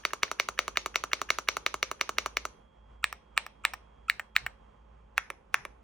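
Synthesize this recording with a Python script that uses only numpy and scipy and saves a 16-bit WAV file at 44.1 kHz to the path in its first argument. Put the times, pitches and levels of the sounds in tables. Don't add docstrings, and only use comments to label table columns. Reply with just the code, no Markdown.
import sys
import numpy as np
from scipy import signal
from scipy.fft import rfft, irfft, next_fast_len
from scipy.io import wavfile
from scipy.ndimage import map_coordinates

SR = 44100
rng = np.random.default_rng(int(sys.argv[2]) if len(sys.argv) > 2 else 0)


def unload_audio(sound):
    columns = np.transpose(np.atleast_2d(sound))
    steps = np.round(np.clip(columns, -1, 1) * 32767)
    wavfile.write(sys.argv[1], SR, steps.astype(np.int16))


N = 257103

# (time [s], level [dB])
PRESSES = [(0.0517, -9), (0.2325, -7.5), (0.399, -8), (0.5906, -7), (0.772, -8), (0.958, -8), (1.1327, -8),
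           (1.3041, -7), (1.4871, -7), (1.664, -8), (1.8288, -8.5), (2.0118, -8.5), (2.1844, -9),
           (2.3701, -10), (3.042, -6), (3.377, -5), (3.6513, -5), (4.0991, -3), (4.3648, -1), (5.1798, -5),
           (5.5435, -3.5)]
# (time [s], level [dB])
RELEASES = [(-0.045, -13.5), (0.1339, -15.5), (0.3146, -16), (0.4874, -15.5), (0.6801, -17),
            (0.8604, -15.5), (1.0383, -16.5), (1.2161, -16), (1.3861, -16), (1.5684, -15.5), (1.7419, -17),
            (1.9141, -17.5), (2.0923, -16.5), (2.2605, -16), (2.4528, -17.5), (3.1271, -21.5),
            (3.4648, -25), (3.7361, -22.5), (4.1963, -18), (4.4646, -16), (5.3026, -20), (5.6519, -22)]
# (time [s], level [dB])
REBOUNDS = [(3.7374, -26), (3.74, -25), (4.1996, -26), (4.4676, -21), (5.3049, -28.5)]
# (time [s], level [dB])
TOUCHES = [(0.038, -39), (0.223, -40.5), (0.3895, -38), (0.579, -30), (.759, -29), (0.9444, -28.5),
           (1.1173, -27.5), (1.2914, -26), (1.4764, -32.5), (1.996, -43), (2.171, -44.5), (3.032, -37),
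           (3.3687, -32.5), (3.642, -32), (4.086, -33), (4.356, -36.5)]
# (time [s], level [dB])
RATTLES = [(.107, -33.5), (.280, -36.5), (1.1935, -39.5), (2.0755, -44.5)]

# (frequency [Hz], width [Hz], relative spectral level pressed [dB], the same released [dB])
BAR_MODES = [(154, 83, -13.5, -14.5), (280, 32, -17.5, -19.5), (390.3, 100, -10, -11), (632, 120, -9, -15),
             (938, 200, -16.5, -10), (1249, 360, -0.5, -3), (1576, 600, -9.5, -19), (2183, 240, 0.5, -13),
             (2819, 410, -7, -14.5), (3770, 440, -8, -18.5), (4547, 730, -12, -20),
             (5836, 210, -10.5, -17.5), (6533, 240, -17, -14.5), (8300, 2200, -19, -19),
             (10287, 600, -21, -19), (12040, 2200, -22, -23), (13930, 990, -21, -20),
             (15500, 560, -25, -24.5)]
NEXT_KEY_MODES = [(395, 300, -26.5, -18), (873, 280, -11.5, -9.5), (1254, 280, -3, -9.5),
                  (1771, 220, -5, -15), (2458, 560, 2, -14), (3782, 800, -6.5, -28),
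                  (5530, 930, -17.5, -22.5), (8120, 1000, -8.5, -24), (13900, 1900, -14, -17.5)]
CORNER_KEY_MODES = [(800, 280, -11, -6.5), (1525, 570, 5.5, 2), (1900, 580, 8.5, 1.5), (2210, 420, 5, -3.5),
                    (2740, 520, 1.5, -6), (4650, 300, -33.5, -29.5), (3855, 560, -3, -19.5),
                    (5540, 420, -24, -24.5), (7880, 1300, -16.5, -15), (12000, 2300, -19.5, -21.5),
                    (15050, 830, -19, -15)]
WIDE_KEY_MODES = [(368, 145, -13, 2.5), (564, 76, -19, -4), (779, 180, -9, -29), (1097, 387, -1.5, 6),
                  (1575, 430, 1.5, -11), (2216, 740, 0, 5.5), (2710, 280, -6, -40),
                  (3517, 720, -14.5, -10.5), (5700, 1860, -14, -13), (7740, 3100, -27, -22),
                  (9965, 870, -19.5, -14.5), (13400, 2100, -20, -19)]
KEY_MODES = [BAR_MODES, NEXT_KEY_MODES, CORNER_KEY_MODES, WIDE_KEY_MODES]
MOVES_S = [2.8, 3.9, 4.8]

# (frequency [Hz], width [Hz], relative spectral level [dB])
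SMALL_CAP_MODES = [(1340, 170, 0), (2520, 540, -2.5), (7600, 1800, -26.5)]
BAR_CAP_MODES = [(1650, 650, 0), (2700, 700, -9), (6000, 1500, -23)]

# (frequency [Hz], level against the blow [dB], time to fall 60 dB [s])
BAR_RING = [(545.6, -35.5, 0.1), (1240, -44.5, .15), (4490, -38.5, 0.076), (5790, -29, 0.078),
            (6630, -40, 0.13)]
SMALL_RING = [(2150, -37, .12)]
WIDE_RING = [(2160, -40, .13), (3360, -44, 0.14), (5940, -53, .1)]
KEY_RINGS = [BAR_RING, SMALL_RING, SMALL_RING, WIDE_RING]
RING_BLUR_HZ = 25

# (pressed [dB/octave], released [dB/octave], touched [dB/octave], grazed [dB/octave], rattled [dB/octave])
HARDNESS = [(0.28, -1.4, -.3, .3, -3), (0, 1, -7.5, 12.5), (2.4, -0.9, -5.5, 7.5), (2, 0.85)]
HARDER_PER_DB = 0.09
SLOWER = [0.72, 0.8, 1.2, 1.8]
# (level [dB], tilt [dB/octave])
AFTER = [(4, 0), (0.5, -1.5), (0.7, -0.1), (1.8, -2.3)]
# (lead [s]) per key, then (level against landing [dB])
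GRAZE_S = [0.0024, .004, 0.0032]
GRAZE_DB = [-8.5, -11, -3]
SCRAPE_DB, SCRAPE_S = [-41.5, -48, -46.5, -55.5], [.0035, .005, .008, .011]

# (delay [s], level [dB])
WALLS = [(.0082, -29), (0.0099, -25), (0.018, -28)]
WALL_HZ = 6000
# (frequency [Hz], time to fall 60 dB [s], relative level [dB])
ROOM = [(150, 0.93, 9), (396, 0.89, 13), (970, 0.22, 8), (2540, 0.38, -2.5), (4300, 0.3, 2.5),
        (6000, 0.29, 7.5), (7800, 0.11, 8), (10150, 0.58, -6), (15000, .24, -6.5)]
# (frequency [Hz], likeness [-1..1])
ROOM_ALIKE = [(300, 0.27), (1000, .3), (2300, 0.1), (4000, -0.29), (8000, -0.17), (10500, -.93),
              (12000, -.99)]
# (frequency [Hz], left minus right [dB])
NEAR_LEAN = [(150, -1), (400, -3), (700, -6), (1290, -1), (1790, 0), (2740, -2.5), (4400, 3.5), (6400, 3),
             (15000, .3)]
# (frequency [Hz], lead of the left [rad])
NEAR_LEAD = [(500, 0.25), (860, 1.09), (1300, .5), (2330, 0.25), (3100, 1.12), (4300, 0.58), (5200, 1),
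             (5700, -1.14), (7800, -1.5), (9800, -2), (12200, -3), (14500, -2)]

# (frequency [Hz], relative level [dB])
AIR = [(30, -32.5), (43, -15), (62, -13), (83, -21.5), (214, -27), (321, -32), (433, -26.5), (1060, -29),
       (1600, -40), (3320, -45.5), (3910, -56.5), (7000, -59), (10000, -67.5), (16500, -82)]
# (frequency [Hz], likeness [-1..1])
AIR_ALIKE = [(60, 0.78), (300, 0.95), (700, -0.97), (1400, 1), (3000, 0.095), (7000, 0.93), (12000, -0.7)]
# (frequency [Hz], left minus right [dB])
FAN_LEAN = [(60, -1.5), (380, -2.5), (700, -7.5), (1290, -8), (2380, -1.5), (4400, -3), (15000, 4.5)]
# (multiple of the fan's rate [1], relative level [dB])
BLADE_ORDERS = [(3, -82), (4, -74.5), (10, -81), (16, -80.5), (20, -83)]
AIR_DB, FAN_HZ, HUM_HZ = -61, 53.5, 55
# (time [s], level [dB])
HUM = [(.5, -61.5), (1.7, -56.5), (4, -58.5)]
# (time [s], frequency [Hz], level [dB])
WHINE = [(0, 3275, -74), (4.5, 3238, -79), (5.83, 3210, -100)]
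UPPER_HZ, UPPER_DB = 3358, -9
# (time [s], frequency [Hz], level [dB])
THUDS = [(4.41, 126.8, -53), (5.57, 133, -57.5)]

TOP_HZ = 17050
OVERLOAD = 1.4


def amp(db):
    return 10 ** (np.asarray(db) / 20)


def unit(x):
    return x / np.sqrt(np.mean(x ** 2) + 1e-20)


def along(points, hz, axis=1):
    rows = np.transpose(points)
    return np.interp(np.log(hz + 1), np.log(rows[0] + 1), rows[axis])


def wobble(rate):
    knots = rng.standard_normal(int(N * rate / SR) + 4)
    return map_coordinates(knots, [np.arange(N) * rate / SR])


def filtered(x, response):
    m = next_fast_len(N + SR // 2)
    return irfft(rfft(x, m) * response(np.fft.rfftfreq(m, 1 / SR)), m)[..., :N]


def tilted(x, db, octave_db):
    hz = np.fft.rfftfreq(len(x), 1 / SR)
    slope = octave_db * np.log2(np.maximum(hz, 1000) / 2000)
    return irfft(rfft(x) * amp(db + slope), len(x))


def pair(mid_side, alike, gain):
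    def turn(hz):
        return np.arccos(np.clip(along(alike, hz), -.99, .99)) / 2

    mid, side = filtered(mid_side, lambda hz: gain(hz) * [np.cos(turn(hz)), np.sin(turn(hz))])
    return np.array([mid + side, mid - side])


def fan():
    t = np.arange(N) / SR
    air = pair(rng.standard_normal((2, N)), AIR_ALIKE, lambda hz: amp(along(AIR, hz)))
    air = amp(AIR_DB + 1.5 * wobble(13.0)) * unit(air)

    phase = 2 * np.pi * np.cumsum(FAN_HZ * (1 + 0.0041 * wobble(1.2))) / SR
    blades = sum(amp(db + 3.5 + 1.4 * wobble(2.8)) * np.sin(order * phase) for order, db in BLADE_ORDERS)

    hum_level = amp(np.interp(t, *np.transpose(HUM)) + 2.7 * wobble(5))
    hum = hum_level * np.sin(2 * np.pi * np.cumsum(HUM_HZ + 1.5 * wobble(4)) / SR)

    times, pitches, levels = np.transpose(WHINE)
    whine_hz, whine_db = np.interp(t, times, pitches), np.interp(t, times, levels)
    whine = amp(whine_db + 1.5 * wobble(0.83)) * np.sin(2 * np.pi * np.cumsum(whine_hz) / SR)
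    whine += amp(whine_db + UPPER_DB + 3.7 * wobble(1.5)) * np.sin(2 * np.pi * UPPER_HZ * t)
    return filtered(air + blades + hum + whine, lambda hz: amp(along(FAN_LEAN, hz) * [[.5], [-.5]]))


def key_at(s):
    return np.searchsorted(MOVES_S, s)


def hardened(rows, axis, per_db):
    def usual(s):
        return np.mean([db for other, db in rows if key_at(other) == key_at(s)])

    return [(s, db, HARDNESS[key_at(s)][axis] + per_db * (db - usual(s))) for s, db in rows]


def knock(modes, axis, hardness_db, cycles, crack_db):
    t = np.arange(SR // 25) / SR
    hz, width, db = (np.transpose(modes)[k][:, None] for k in (0, 1, axis))
    chance = rng.standard_normal((3, len(modes), 1)) * [[[.7]], [[.1]], [[.005]]]
    size = width * amp(db + hardness_db * np.log2(hz / 2000) + chance[0])
    turn = np.pi * np.arange(len(modes))[:, None] + chance[1]
    swell = (1 - np.exp(-t / (cycles / hz + 0.00022))) ** 2
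    swing = np.sin(2 * np.pi * hz * (1 + chance[2]) * t + turn)
    body = np.sum(size * swell * np.exp(-np.pi * width * t) * swing, 0)

    bright_noise = np.diff(np.diff(rng.standard_normal(len(t) + 2)))
    crack = swell[-1] * amp(crack_db - 60 * t / 0.015) * bright_noise
    return body / np.max(np.abs(body)) + crack


def ring_on(ring):
    t = np.arange(SR // 5) / SR
    hz, db, t60 = np.transpose(ring)[:, :, None]
    chance = rng.standard_normal((3, len(ring), 1)) * [[[3]], [[.004]], [[3]]]
    steps = rng.standard_normal((len(ring), len(t)))
    wander = np.cumsum(steps, 1) * np.sqrt(2 * np.pi * RING_BLUR_HZ / SR)
    swing = np.sin(2 * np.pi * hz * (1 + chance[1]) * t + chance[2] + wander)
    fade = amp(db + chance[0] - 60 * t / t60)
    return np.sum(fade * np.minimum(t / 0.00067, 1) * swing, 0)


def tail():
    hz, t, z = signal.stft(rng.standard_normal((2, SR // 4)), SR, nperseg=256)
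    fade = amp(along(ROOM, hz, axis=2)[:, None] - 60 * t / along(ROOM, hz)[:, None])
    out = signal.istft(z * fade, SR, nperseg=256)[1]
    out = out * (1 - np.exp(-np.arange(out.shape[1]) / (0.00043 * SR)))
    return out / np.linalg.norm(out[0])


def keys():
    near, far = np.zeros(N + 2 * SR), np.zeros((2, N + 2 * SR))
    t = np.arange(SR // 20) / SR
    grazes = [(s - GRAZE_S[key_at(s)], db + GRAZE_DB[key_at(s)]) for s, db in TOUCHES]
    presses = hardened(PRESSES, axis=0, per_db=HARDER_PER_DB)
    releases = hardened(RELEASES + REBOUNDS, axis=1, per_db=HARDER_PER_DB)
    taps = hardened(TOUCHES, axis=2, per_db=0) + hardened(grazes, axis=3, per_db=0)
    taps += hardened(RATTLES, axis=4, per_db=0)
    tap_modes = [BAR_CAP_MODES] + 3 * [SMALL_CAP_MODES]
    # (contacts, modes by key, level column, swell [cycles], crack [dB], second landing [dB], buzz [dB])
    kinds = ((presses, KEY_MODES, 2, .4, -29, -16, -14),
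             (releases, KEY_MODES, 3, .7, -29, -10, -8),
             (taps, tap_modes, 2, 1.6, -30, -3, -6))
    for rows, modes_by_key, axis, swell, crack_db, bounce_db, buzz_db in kinds:
        for s, db, hardness_db in rows:
            key = key_at(s)
            modes, cycles = modes_by_key[key], swell * SLOWER[key]
            blow = knock(modes, axis, hardness_db, cycles, crack_db)
            late = round((0.0015 + .0003 * rng.random()) * SR)
            blow[late:] += amp(bounce_db) * knock(modes, axis, hardness_db, cycles, crack_db)[:-late]
            blow *= amp(db)
            at = round((s + 1) * SR) - np.argmax(np.abs(blow) > np.max(np.abs(blow)) / 2)
            near[at:at + len(blow)] += blow
            near[at:at + SR // 5] += amp(db) * ring_on(KEY_RINGS[key])

            spread = tilted(blow * np.exp(-t[:len(blow)] / 0.0008), *AFTER[key])
            buzz = amp(-60 * t / 0.042) * np.minimum(t / 0.0027, 1) * rng.standard_normal(len(t))
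            buzz /= np.linalg.norm(buzz)
            near[at:at + len(t)] += amp(buzz_db) * signal.fftconvolve(spread, buzz)[:len(t)]
            wet = signal.fftconvolve(spread[None], tail(), axes=1)
            far[:, at:at + wet.shape[1]] += wet
    return near[SR:SR + N], far[:, SR:SR + N]


def slides():
    t, level = np.arange(N) / SR, np.zeros(N)
    for s, _ in PRESSES:
        key = key_at(s)
        level += amp(SCRAPE_DB[key]) * np.exp(-((s - t) / SCRAPE_S[key]) ** 2) * (t < s + .002)

    def band(hz):
        return 1 / (1 + (900 / (hz + 1)) ** 4) / (1 + (hz / 3000) ** 1.8)

    grit = amp(5 * wobble(400))
    return level * grit * unit(filtered(rng.standard_normal(N), band))


def ports(x):
    def echoes(hz):
        copies = sum(amp(db) * np.exp(-2j * np.pi * hz * s) for s, db in WALLS)
        return 1 + copies / (1 + (hz / WALL_HZ) ** 2)

    def half(hz):
        return amp(along(NEAR_LEAN, hz) / 2) * np.exp(.5j * along(NEAR_LEAD, hz))

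    return filtered(x, lambda hz: echoes(hz) * np.array([half(hz), 1 / half(hz)]))


def desk():
    t = np.arange(N) / SR
    return sum(amp(db) * np.exp(-((t - s - .03) / 0.022) ** 2) * np.sin(2 * np.pi * hz * t)
               for s, hz, db in THUDS)


def scene():
    near, far = keys()
    board = ports(near + slides()) + amp(-9.0) * pair(far, ROOM_ALIKE, np.ones_like)
    board = filtered(board, lambda hz: (1j * hz / (200 + 1j * hz)) ** 2)
    return board + desk() + fan()


def record(dry):
    rounded = dry / np.sqrt(1 + (dry / OVERLOAD) ** 2)
    return filtered(rounded, lambda hz: np.clip((TOP_HZ - hz) / 350, 0, 1) ** 2)


dry = scene()
out = record(dry)
unload_audio(out)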